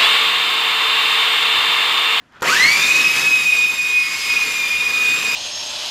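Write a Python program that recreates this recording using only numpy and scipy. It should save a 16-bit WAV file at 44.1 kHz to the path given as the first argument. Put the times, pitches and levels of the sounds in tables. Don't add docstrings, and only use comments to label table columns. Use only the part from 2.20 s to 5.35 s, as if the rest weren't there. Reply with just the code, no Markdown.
import sys
import numpy as np
from scipy import signal
from scipy.fft import rfft, irfft, next_fast_len
from scipy.io import wavfile
from scipy.ndimage import uniform_filter1d, map_coordinates

SR = 44100
rng = np.random.default_rng(int(sys.argv[2]) if len(sys.argv) > 2 else 0)


def output_pcm(signal):
    pcm = np.clip(np.atleast_2d(signal).T, -1, 1) * 32767
    wavfile.write(sys.argv[1], SR, np.round(pcm).astype(np.int16))


def gain_from_decibels(decibels):
    exponent = np.asarray(decibels, float) / 20
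    return 10 ** exponent


N = 138915

# f/Hz, density/dB per Hz
QUIET = [(15, -44), (25, -9), (65, 4), (249, 11), (377, -5), (475, -34), (1730, -13), (12000, -23),
         (15600, -72), (22000, -120)]
QUIET_DB = -58
# f/Hz, density/dB per Hz
GRIP = [(200, -7), (600, -8), (1300, -4), (3000, -14), (6000, -30), (12000, -42)]
# t/s, level/dB
HAND = [
    (0, -53),
    (.05, -56.5),
    (.11, -57),
    (.13, -49.5),
    (.18, -44),
    (.21, -43.5),
]
ROOM_T60_S, ROOM_DB, ROOM_DULL_HZ = 0.57, -10, 5400

# f/Hz, density/dB per Hz
RUMBLE = [(20, -9), (32, 6), (48, -19), (65, 6), (90, 2), (110, -33), (200, -60)]
RUMBLE_DB, RUMBLE_FOLLOWS = -53.5, 0.44

# t/s, peak level/dB, t60/s
CLICKS = [
    (.124, -44, .004),
    (.2085, -31, .007),
    (.212, -31, .007),
    (.2214, -16, .012),
    (.2274, -10, .01),
]
CLICK_LOW_HZ, CLICK_HIGH_HZ = 2000, 7000
# f/Hz, level/dB, t60/s
JERK = [(500, -3, .3), (960, -5, .45), (1390, 0, .12), (1850, -2, .1)]
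JERK_S, JERK_DB = .221, -21
ON_S, ON_RISE_S = .2195, .003

# f/Hz, density/dB per Hz
DRIVE = [(100, -60), (125, -6), (190, -11.5), (273, -4), (650, -8.5), (1400, -5)]
CASE_HZ = [190, 300, 435, 498, 1095, 1700]
# width/Hz, level/dB
CASE = [(35, -6), (29.8, -8), (15.7, 0), (25, -7.5), (149, -1), (275, -2)]
DRIVE_DB, CASE_DB = 1.5, 1
# t/s, air level/dB, drive level/dB
SWING = [(0.24, -32, -25.5), (0.3, -26, -30.5), (0.61, -27, -33), (0.75, -27.5, -34), (0.94, -29, -35),
         (0.97, -27, -34.5), (1.12, -32, -40), (1.37, -33, -40), (1.5, -38, -43.5), (2.1, -30.5, -44),
         (2.14, -31.5, -40), (2.63, -35, -40), (2.79, -32.5, -39.5), (3.15, -32.5, -36)]

# f/Hz, density/dB per Hz
AIR = [(15, -60), (25, -50), (670, -28.5), (1090, -11.5), (1500, -16.5), (2510, -1.5), (3120, -10),
       (7180, -17), (15700, -23)]
AIR_DB, AIR_PATCHY_DB, SPARK_DB = 7.5, 1.5, 1.5
FLOW_S = 0.016
VENT_ORDER, VENT_SHARE = 11.85, .075

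# t/s, f/Hz
SPEED = [(.3, 2545), (.55, 2520), (.75, 2555), (1.08, 2545), (1.2, 2510), (1.4, 2480), (1.7, 2484),
         (2.1, 2493), (2.27, 2445), (2.4, 2430), (2.52, 2438), (2.62, 2462), (2.85, 2470), (3.15, 2480)]
SPIN_FROM_S, SPIN_S = .216, .125
BLADES = 8
# t/s, level/dB
WHINE = [(.24, -42), (.3, -23.5), (.38, -12), (.5, -15.5), (.66, -22), (.76, -15), (.93, -23), (1.09, -12),
         (1.18, -24), (1.45, -13.5), (1.55, -26.5), (1.77, -17.5), (2.01, -36), (2.12, -18), (2.33, -24.5),
         (2.43, -18.5), (2.62, -23), (3.15, -19)]
# t/s, doubled blade tone level/dB,
# tone one order under the blades level/dB, outlet whistle level/dB
FACING = [(.24, -44, -53, -53), (.305, -12, -23, -38), (.33, -40, -47, -32), (.44, -19, -22.5, -40),
          (.55, -29, -31, -29), (.68, -41, -30, -27), (.9, -37, -45, -32), (1.09, -38, -33, -34),
          (1.2, -53, -39, -32.5), (1.6, -45, -36.5, -35.5), (1.9, -37, -32, -50), (2.1, -33.5, -32, -53),
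          (2.4, -43, -35, -32), (2.7, -37, -39.5, -33), (2.95, -43, -45, -32), (3.12, -32.5, -35, -35)]
ORDERS_HEARD = [7, 8, 9, 12, 15, 16, 17, 20, 23, 24, 32, 40]
TONE_DB = [1, 0, -21, -28, -25, 0, -27, -40, -33, -23, -32, -37]
HAZE_DB = [-31, -11, -35, -17, -44, -22.5, -70, -23, -37, -22.5, -19, -19]
HAZE_SHARE, JITTER = .02, 0.00135
STRAIN_DB, STRAIN_S, START_ROUGH = 8, .14, 1.5
FLUTTER, FLUTTER_PER_S = .42, 70
FADE_DB, FADE_PER_S = 0.57, 25
OWN_FADE_DB, OWN_FADE_PER_S = 3.5, 9

# f/Hz, level/dB
MIC = [(20, -1.5), (7400, 1.5), (7800, -4), (10100, -4.5), (10500, -9), (11300, -3), (15000, -9.5)]
CEILING, TOP_HZ = .8, 15720


def unit(x):
    return x / np.sqrt(np.mean(x ** 2) + 1e-20)


def curves(rows):
    s, *cols = np.transpose(rows)
    return [np.interp(np.arange(N) / SR, s, c) for c in cols]


def since(s):
    return np.maximum(np.arange(N) / SR - s, 0)


def rise(start_s, time_s):
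    return 1 - np.exp(-since(start_s) / time_s)


def wobble(rate):
    at = np.cumsum(np.abs(rate) * np.ones(N)) / SR
    return map_coordinates(rng.standard_normal(4000), [at % 3990])


def haze(width_hz, phase):
    return wobble(width_hz) * np.sin(phase) + wobble(width_hz) * np.cos(phase)


def filtered(x, response):
    m = next_fast_len(N + SR // 2)
    return irfft(rfft(x, m) * response(np.fft.rfftfreq(m, 1 / SR)), m)[:N]


def rush(points, patchy_db):
    z = signal.stft(rng.standard_normal(N), nperseg=512)[2]
    field = uniform_filter1d(rng.standard_normal(z.shape), 6, 0)
    field = uniform_filter1d(field, 14, 1)
    x = signal.istft(z * gain_from_decibels(patchy_db * unit(field)), nperseg=512)[1][:N]
    f, db = np.transpose(points)
    return unit(filtered(x, lambda hz: gain_from_decibels(np.interp(np.log(hz + 1), np.log(f + 1), db))))


def quiet():
    return gain_from_decibels(QUIET_DB) * rush(QUIET, 0.33)


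def room(x):
    t = since(0)
    tail = rng.standard_normal(N) * gain_from_decibels(-60 * t / ROOM_T60_S) * (t > .004)
    tail = filtered(tail, lambda hz: 1 / (1 + 1j * hz / ROOM_DULL_HZ))
    return signal.fftconvolve(x, tail / np.linalg.norm(tail))[:N]


def hand():
    hand_db, = curves(HAND)
    return gain_from_decibels(hand_db + 1.6 * wobble(113.5) - 60 * since(ON_S)) * rush(GRIP, 2.1)


def boards():
    drive_db = curves(SWING)[1]
    level_db = RUMBLE_DB + RUMBLE_FOLLOWS * (drive_db - drive_db.mean())
    return gain_from_decibels(level_db) * rise(ON_S, SPIN_S) * rush(RUMBLE, .3)


def trigger():
    out = np.zeros(N)
    for s, db, t60 in CLICKS:
        t = since(s)
        out += (t > 0) * gain_from_decibels(db - 60 * t / t60) * rng.standard_normal(N)
    out = filtered(out, lambda hz: 1j * hz / (CLICK_LOW_HZ + 1j * hz) / (1 + 1j * hz / CLICK_HIGH_HZ))
    t = since(JERK_S)
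    for hz, db, t60 in JERK:
        out += gain_from_decibels(JERK_DB + db - 60 * t / t60 + 6.5 * wobble(86)) * np.sin(2 * np.pi * hz * t)
    return out


def case(hz):
    total = 0
    for k, (centre, (width, db)) in enumerate(zip(CASE_HZ, CASE)):
        damping = 1j * hz * width
        total = total + (-1) ** k * gain_from_decibels(db) * damping / (centre * centre - hz * hz + damping)
    return total


def drive():
    gears = rush(DRIVE + [(3000, -23), (20000, -60)], 1.1)
    ringing = gain_from_decibels(CASE_DB) * unit(filtered(rng.standard_normal(N), case))
    level_db = DRIVE_DB + curves(SWING)[1] + 0.41 * wobble(3.91) + 1.8 * wobble(28.94)
    return gain_from_decibels(level_db) * (gears + ringing)


def shaft():
    return curves(SPEED)[0] * rise(SPIN_FROM_S, SPIN_S) / BLADES


def air():
    vent_hz = VENT_ORDER * shaft()
    vent = haze(VENT_SHARE * vent_hz, 2 * np.pi * np.cumsum(vent_hz) / SR)
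    vent_db = curves(FACING)[2] + 2.9 * wobble(20)
    flow = rise(ON_S, FLOW_S) * rush(AIR, AIR_PATCHY_DB)
    flow_db = curves(SWING)[0] + AIR_DB + SPARK_DB * wobble(600) + 0.32 * wobble(14)
    return gain_from_decibels(flow_db) * flow + gain_from_decibels(vent_db) * vent


def fan():
    shaft_hz = shaft()
    turns = np.cumsum(shaft_hz * (1 + JITTER * wobble(40.13))) / SR
    whine_db, = curves(WHINE)
    double_db, under_db, _ = curves(FACING)
    steady_db = uniform_filter1d(whine_db, size=SR // 2)
    strain = np.exp(-since(ON_S) / STRAIN_S)
    steered = {BLADES: whine_db, 2 * BLADES: double_db, BLADES - 1: under_db}
    out = np.zeros(N)
    for order, tone_db, haze_db in zip(ORDERS_HEARD, TONE_DB, HAZE_DB):
        phase = 2 * np.pi * (order * turns + rng.random())
        level_db = steady_db + OWN_FADE_DB * wobble(OWN_FADE_PER_S)
        if order % BLADES == 0:
            level_db = level_db + STRAIN_DB * strain * order / BLADES
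        level_db = steered.get(order, level_db) + FADE_DB * wobble(FADE_PER_S)
        depth = (FLUTTER if order >= BLADES else FLUTTER / 2) * (1 + START_ROUGH * strain)
        tone = np.sin(phase) + depth * haze(FLUTTER_PER_S * np.sqrt(order / BLADES), phase)
        out += gain_from_decibels(level_db + tone_db) * np.sqrt(2) * tone
        out += gain_from_decibels(steady_db + haze_db) * haze(HAZE_SHARE * order * shaft_hz, phase)
    return out


def scene():
    running = fan() + air() + drive() + boards()
    tool = rise(ON_S, ON_RISE_S) * running + trigger()
    return (tool + gain_from_decibels(ROOM_DB) * room(tool) + hand() + quiet())[None]


def top_cut(x):
    return signal.sosfilt(signal.butter(12, 16090, fs=SR, output="sos"), x)


def record(dry):
    f, db = np.transpose(MIC)
    heard = dry[0] / (1 + np.abs(dry[0] / CEILING) ** 4) ** (1 / 4)
    heard = filtered(heard, lambda hz: gain_from_decibels(np.interp(hz, f, db)) * np.clip((TOP_HZ - hz) / 120, 0, 1))
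    return top_cut(heard[None])


dry = scene()
out = record(dry)
output_pcm(out)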